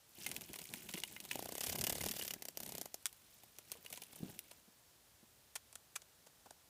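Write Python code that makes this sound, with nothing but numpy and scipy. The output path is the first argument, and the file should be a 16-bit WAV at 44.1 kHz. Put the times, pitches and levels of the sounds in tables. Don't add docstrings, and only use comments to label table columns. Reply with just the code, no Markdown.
import sys
import numpy as np
from scipy import signal
from scipy.fft import rfft, irfft
from scipy.io import wavfile

SR = 44100
rng = np.random.default_rng(int(sys.argv[2]) if len(sys.argv) > 2 else 0)


def store_wav(level_fs):
    pcm = np.round(np.clip(np.atleast_2d(level_fs), -1, 1) * 32767)
    wavfile.write(sys.argv[1], SR, pcm.T.astype(np.int16))


N = 295029
TIME = np.arange(N) / SR


# start in seconds, end in seconds, treble boost in dB.
WING_SPELLS = [(1.3564, 2.35, 5.5), (2.4224, 2.5, 8), (2.5729, 2.875, 10), (2.943, 2.96, 17)]
# time in seconds, beats per second.
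WING_SPEED = [(1.356, 27.94), (1.39, 30.75), (1.5, 30.86), (1.58, 37.71), (1.62, 34.94), (1.76, 31.91),
              (1.785, 38.66), (1.81, 35.14), (1.96, 35.53), (2.1, 40.6), (2.18, 34.51), (2.31, 34.31),
              (2.42, 32.69), (2.45, 31.19), (2.57, 33.67), (2.75, 33.52), (2.78, 31.5), (2.81, 22.94)]
# time in seconds, slap in dB, scrape in dB, pushed air in dB.
WING_FORCE = [(1.356, -35.5, -45, -33.5), (1.425, -43, -42, -37), (1.58, -35.5, -40, -39.5),
              (1.61, -33.5, -30, -41), (1.78, -39.5, -33.5, -39.5), (1.811, -29.5, -31, -41.5),
              (1.896, -28, -28.5, -34.5), (1.975, -41.5, -39, -40), (2.01, -41, -33, -39),
              (2.062, -33, -33, -34), (2.113, -32.5, -32.5, -63), (2.137, -43, -42, -46),
              (2.2, -40, -32.5, -40.5), (2.25, -40, -40, -47), (2.28, -34, -35.5, -48),
              (2.453, -37.5, -41, -46), (2.573, -33.5, -39, -42), (2.62, -41, -41, -48.5),
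              (2.78, -37.5, -42.5, -42.5), (2.812, -32.5, -37.5, -41), (2.857, -41, -44, -41.5),
              (2.94, -35, -40.5, -41)]
# frequency in Hz, relative level in dB.
WING_TONE = [(590, -54), (1000, -7), (1580, -2), (2080, 3.5), (2280, -3), (2910, 2.5), (4010, -2.5),
             (4920, 1.5), (10500, 0.5), (12500, 3.5), (14600, 2.5), (15500, -13)]

def wing_rattle():
    beats = []
    for s, end, treble_db in WING_SPELLS:
        while s < end:
            slap_db, scrape_db, air_db = values_at(WING_FORCE, s) + 0.5 * rng.standard_normal(3)
            drag_ms = 2.36 + 0.2 * max(scrape_db + 41, 0)
            beats.append((s, slap_db, scrape_db, drag_ms, air_db, treble_db))
            s += 1 / values_at(WING_SPEED, s)[0]
    return contacts(beats, WING_TONE, snap_ms=1.0, ring_db=-16, ring_ms=2.2, snap_bright_db=6.5,
                    slips_per_s=11000, grit_db=0.6, puff_hz=562, flutter_db=-6.5)


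# start in seconds, snap in dB, scrape in dB, treble boost in dB.
CLAW_STEPS = [(.2637, -35, -31, 6), (.3149, -33.5, -40, 4.5), (.4101, -42, -49, 7), (.5324, -41, -43, 22),
              (.5569, -48, -38, 9), (.5887, -39.5, -41, 6), (.6168, -41.5, -51, 7), (.7382, -34, -50, -7),
              (.8895, -42.5, -39, -4), (.9386, -34.5, -35, -8), (.9746, -48.5, -42, -18),
              (.9852, -42, -46, 11), (1.2514, -42.5, -46.5, 6), (3.4344, -52.5, -54, 13),
              (3.5861, -42, -47, 12), (3.7177, -33, -36.5, 26), (3.8478, -52, -49.5, 8),
              (3.9029, -46, -48, 18), (3.9263, -41, -37, 7), (3.936, -49, -44, -1),
              (3.9744, -41.5, -48, -2), (4.0196, -42, -42.5, 6), (4.128, -56, -48, 8),
              (4.1609, -46.5, -48.5, 24), (4.5118, -52.5, -45, 3)]
# start in seconds, level in dB, treble boost in dB.
CLAW_CLICKS = [(0.343, -49, 24), (0.3644, -33, 1), (0.4181, -42.5, 10), (0.5406, -41.5, -15),
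               (1.0018, -39.5, 26), (1.0366, -31.5, -4), (1.1639, -44, -20), (1.2026, -39, 5),
               (1.2403, -48, 7), (1.3131, -29, -15), (3.1281, -48, 29), (3.8625, -44, -1),
               (4.0362, -43.5, 17), (4.3911, -35, 9)]
# frequency in Hz, relative level in dB.
CLAW_TONE = [(590, -23), (1000, -2), (1170, -60), (1410, -8), (1530, -10), (2160, -3.5), (2680, -1),
             (4700, -9), (6630, -7), (7530, -8), (9910, -4), (14500, -6.5), (15500, -10.5)]

def claw_taps():
    steps = [(s, snap_db, scrape_db, 3.23, -49 + 0.4 * (scrape_db + 41), treble_db)
             for s, snap_db, scrape_db, treble_db in CLAW_STEPS]
    clicks = [(s, level_db, level_db - 7.5, 2.2, level_db - 27, treble_db)
              for s, level_db, treble_db in CLAW_CLICKS]
    return contacts(steps + clicks, CLAW_TONE, snap_ms=0.94, ring_db=-20.5, ring_ms=2.6,
                    snap_bright_db=4.0, slips_per_s=11000, grit_db=3.0, puff_hz=473, flutter_db=5.5)


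# start in seconds, snap in dB, crumble in dB,
# milliseconds until the crumble peaks, low knock in dB.
SHELL_BREAKS = [(3.0569, -26, -33.5, 2.5, -55), (3.0661, -32.5, -49, 2.6, -60),
                (5.5546, -38.5, -31.5, 5.1, -45.5), (5.728, -49, -55, 3, -60),
                (5.7552, -41, -42.5, 2.1, -53.5), (5.9564, -42.5, -30.5, 4.8, -49),
                (6.019, -51, -52, 2.7, -60), (6.2647, -60, -51, 5.7, -52.5), (6.4561, -67, -54, 6.5, -47.5),
                (6.5068, -55, -46.5, 2.26, -47.5)]
# frequency in Hz, relative level in dB.
SHELL_TONE = [(410, -109), (700, -3), (1370, 7), (2110, 1.5), (2560, 3), (2800, -1), (3400, 0.5),
              (3820, -4.5), (7900, -1.5), (10600, -5.5), (15500, -14.5)]

def shell_crunches():
    breaks = [(s, snap_db, crumble_db, peak_ms, knock_db, 9.5 + 0.3 * (snap_db - crumble_db))
              for s, snap_db, crumble_db, peak_ms, knock_db in SHELL_BREAKS]
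    return contacts(breaks, SHELL_TONE, snap_ms=0.37, ring_db=-16, ring_ms=2.8, snap_bright_db=6.5,
                    slips_per_s=10000, grit_db=1.5, puff_hz=606, flutter_db=16.5)


# frequency in Hz, relative level in dB.
AIR_TONE = [(80, -3.5), (200, -6), (400, 1), (750, 4.5), (1100, -3.5), (2000, -20.5)]

def contacts(hits, tone, snap_ms, ring_db, ring_ms, snap_bright_db,
             slips_per_s, grit_db, puff_hz, flutter_db):
    out, ms = np.zeros(N), np.arange(2048) * 1000 / SR
    body, air = tone_filter(tone), tone_filter(AIR_TONE)
    halves = [signal.butter(2, 4500, side, fs=SR, output="sos") for side in ("low", "high")]
    for s, snap_db, scrape_db, drag_ms, puff_db, treble_db in hits:
        snap_fade = np.exp(-ms / snap_ms) + from_db(ring_db) * np.exp(-ms / ring_ms)
        snap = rng.standard_normal(len(ms)) * snap_fade
        snap[4] = 4
        progress = ms / max(drag_ms, 1)
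        swell = (progress * np.exp(1 - progress)) ** 2.8 + 0.041 * np.exp(-ms / 11)
        scrape = slips(len(ms), slips_per_s, grit_db) * swell
        for burst, level_db, bright_db in ((snap, snap_db, treble_db + snap_bright_db),
                                           (scrape, scrape_db, treble_db)):
            toned = through(burst, body)
            middle, treble = (one_ms_energy(signal.sosfilt(half, toned)) for half in halves)
            add(out, s, from_db(level_db) * one_ms_energy(middle - from_db(bright_db) * treble))
        scrape_share = 1 / (1 + from_db(snap_db - scrape_db) ** 2)
        cycles = (ms - 0.8 - 1.337 * scrape_share * drag_ms) * puff_hz / 1000
        puff = one_ms_energy(np.sin(2 * np.pi * cycles) * np.exp(-(cycles / 0.5) ** 2))
        flutter = one_ms_energy(through(rng.standard_normal(len(ms)) * swell, air))
        add(out, s, from_db(puff_db) * one_ms_energy(puff + from_db(flutter_db) * flutter))
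    return out


# time in seconds, silk rustle in dB, bark rumble in dB.
LEGS_FIGHTING = [(.08, -80, -81), (.22, -49.5, -67.5), (.3, -54, -54.5), (.42, -59.5, -62),
                 (.63, -60.5, -62.5), (.77, -52, -58.5), (.87, -58, -60), (.97, -53.5, -56),
                 (1.02, -60.5, -63.5), (1.12, -56, -63.5), (1.24, -60.5, -61.5), (1.35, -51.5, -56),
                 (1.47, -59, -57), (1.7, -47, -54), (1.8, -57.5, -54), (2.06, -52, -52.5),
                 (2.22, -50.5, -53.5), (2.39, -66.5, -65.5), (2.54, -70, -70), (2.62, -60, -57),
                 (2.79, -56.5, -60), (2.9, -69, -77), (3.02, -69, -82)]
LEGS_SETTLING = [(3.66, -70, -85), (3.74, -57.5, -67), (3.81, -71, -76), (3.94, -57.5, -68),
                 (4.07, -66.5, -75), (4.14, -60.5, -66.5), (4.23, -63, -59.5), (4.3, -57, -57.5),
                 (4.4, -70.5, -70.5), (4.6, -69, -83)]
# frequency in Hz, relative level in dB.
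BARK_TONE = [(21, -58), (35, -10), (64, -3.5), (193, 5.5), (270, -0.5), (370, 3), (494, -9), (629, -6.5),
             (864, -8.5), (1300, -26), (1690, -11), (2860, -120)]

def scrabbling_legs():
    s, silk_db, bark_db = np.transpose(LEGS_FIGHTING + LEGS_SETTLING)
    silk = level_curve(s, silk_db) * silk_crackle()
    rubbing = slips(N, per_s=2500, spread_db=2.5) * from_db(5.15 * wander(per_s=60))
    rumble = rms_one(through(rubbing, tone_filter(BARK_TONE)))
    return silk + level_curve(s, bark_db) * rumble


# frequency in Hz, relative level in dB.
SILK_TONE = [(590, -85), (1000, -10), (1790, -3.5), (2180, 2), (2840, 2.5), (4700, -1), (8740, 1),
             (11600, 0), (14600, 2), (15500, -0.5)]

def silk_crackle():
    out, edges_hz = np.zeros(N), np.geomspace(1000, 16000, num=10)
    clumps_db = 3.5 * wander(per_s=220)
    snaps = slips(N, per_s=300, spread_db=4.6)
    for low, high in zip(edges_hz, edges_hz[1:]):
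        threads = slips(N, per_s=1800, spread_db=4.0) + snaps
        out += band_pass(threads * from_db(clumps_db + 4.0 * wander(per_s=250)), low, high)
    return rms_one(through(out, tone_filter(SILK_TONE)))


# start in seconds, level in dB, pitch in Hz.
WEIGHT_SHIFTS = [(0.276, -54, 194), (0.741, -48.5, 191), (.943, -42, 185), (0.976, -49, 360),
                 (2.058, -39, 198), (2.1, -43.5, 200), (3.717, -59, 383), (3.752, -53.5, 477),
                 (4.204, -47.5, 165), (4.229, -37, 180), (4.255, -44.5, 175), (4.678, -59, 200),
                 (5.229, -57, 222)]

def bark_thumps(rise_s=0.001, decay_s=0.0096, roughness=0.74):
    out, t = np.zeros(N), TIME[:8192]
    for s, level_db, hz in WEIGHT_SHIFTS:
        shake = rms_one(band_pass(rng.standard_normal(len(t)), hz * 0.91, hz * 2))
        envelope = (1 - np.exp(-t / rise_s)) * np.exp(-t / decay_s)
        add(out, s, from_db(level_db) * envelope * (np.sin(2 * np.pi * hz * t) + roughness * shake))
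    return out


# pitch in Hz, relative level in dB, seconds to fade by 60 dB.
WALL_NOTES = [(2097, 2, 0.049), (2420, -4, 0.033), (2896, -0.5, 0.02)]
# start in seconds, level in dB, tilt toward the high notes in dB.
WALL_HITS = [(.264, -47.5, -19), (.975, -46, 6), (1.036, -42.5, 17), (1.165, -46, 1), (1.312, -42, 21),
             (1.84, -42, 15), (1.869, -47, 28), (2.008, -49, -15), (2.213, -45, 22), (2.307, -44, 19),
             (3.863, -57, 30), (4.021, -60, 24)]

def wall_pings():
    out, t = np.zeros(N), TIME[:8192]
    tilt_shares = np.linspace(-0.5, 0.5, len(WALL_NOTES))
    for s, knock_db, tilt_db in WALL_HITS:
        for (hz, note_db, fade_s), share in zip(WALL_NOTES, tilt_shares):
            envelope = from_db(knock_db + note_db + tilt_db * share - 60 * t / fade_s)
            add(out, s, envelope * np.sin(2 * np.pi * hz * t))
    return out


# time in seconds, level in dB.
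GUST_LEVELS = [(1.58, -90), (1.68, -58.5), (2.1, -58), (2.18, -81)]

def wing_draught():
    gusts = rms_one(band_pass(rng.standard_normal(N), 58, 115))
    return level_curve(*np.transpose(GUST_LEVELS)) * gusts


def enclosure_echo(x, level_db=-16.5, fade_s=0.072):
    t = TIME[:8192]
    tail = rng.standard_normal(len(t)) * from_db(-60 * t / fade_s) * (1 - np.exp(-t / 0.0039))
    return from_db(level_db) * through(x, tail / np.linalg.norm(tail))


# frequency in Hz, relative level in dB.
ROOM_TONE = [(15, -40), (25, -31), (49, -5.5), (107, -4.5), (183, -9.5), (267, -11.5), (666, -11.5),
             (1270, -14.5), (1660, -14.5), (2170, -16.5), (3830, -14.5), (14300, -17), (15500, -18.5)]

def room_hush(level_db=-67.5):
    return from_db(level_db) * rms_one(through(rng.standard_normal(N), tone_filter(ROOM_TONE)))


def slips(size, per_s, spread_db):
    strength = from_db(spread_db * np.minimum(rng.exponential(1, size), 4))
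    return rng.standard_normal(size) * strength * (rng.random(size) < per_s / SR)


def wander(per_s):
    knots = rng.standard_normal(4000)
    return np.interp(TIME * per_s, np.arange(len(knots)), knots)


def tone_filter(points):
    hz, level_db = np.transpose(points)
    octave = np.log2(np.maximum(np.fft.rfftfreq(4096, 1 / SR), 5))
    outside = np.abs(octave - np.clip(octave, np.log2(hz[0]), np.log2(hz[-1])))
    gain = from_db(np.interp(octave, np.log2(hz), level_db) - 11.7 * outside)
    fold = np.r_[1, np.full(2047, 2), 1, np.zeros(2047)]
    return irfft(np.exp(rfft(irfft(np.log(gain)) * fold)))


def through(x, impulse):
    return signal.fftconvolve(x, impulse)[:len(x)]


def band_pass(x, low_hz, high_hz):
    return signal.sosfilt(signal.butter(2, [low_hz, high_hz], "band", fs=SR, output="sos"), x)


def level_curve(s, level_db):
    return from_db(np.interp(TIME, s, level_db, left=-np.inf, right=-np.inf))


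def values_at(curve, s):
    times, *columns = np.transpose(curve)
    return [np.interp(s, times, column) for column in columns]


def from_db(db):
    return 10 ** (np.asarray(db) / 20)


def rms_one(x):
    return x / np.sqrt(np.mean(x ** 2) + 1e-20)


def one_ms_energy(x):
    return x * np.sqrt(SR / 1000 / (np.sum(x ** 2) + 1e-20))


def add(track, s, sound):
    start = int(s * SR)
    track[start:start + len(sound)] += sound[:N - start]


def scene():
    close = wing_rattle() + claw_taps() + shell_crunches()
    close += wing_draught() + scrabbling_legs() + wall_pings() + bark_thumps()
    return (close + room_hush() + enclosure_echo(close))[None]


def record(dry):
    return signal.sosfilt(signal.ellip(10, .2, 70, 15500, fs=SR, output="sos"), dry)


dry = scene()
out = record(dry)
store_wav(out)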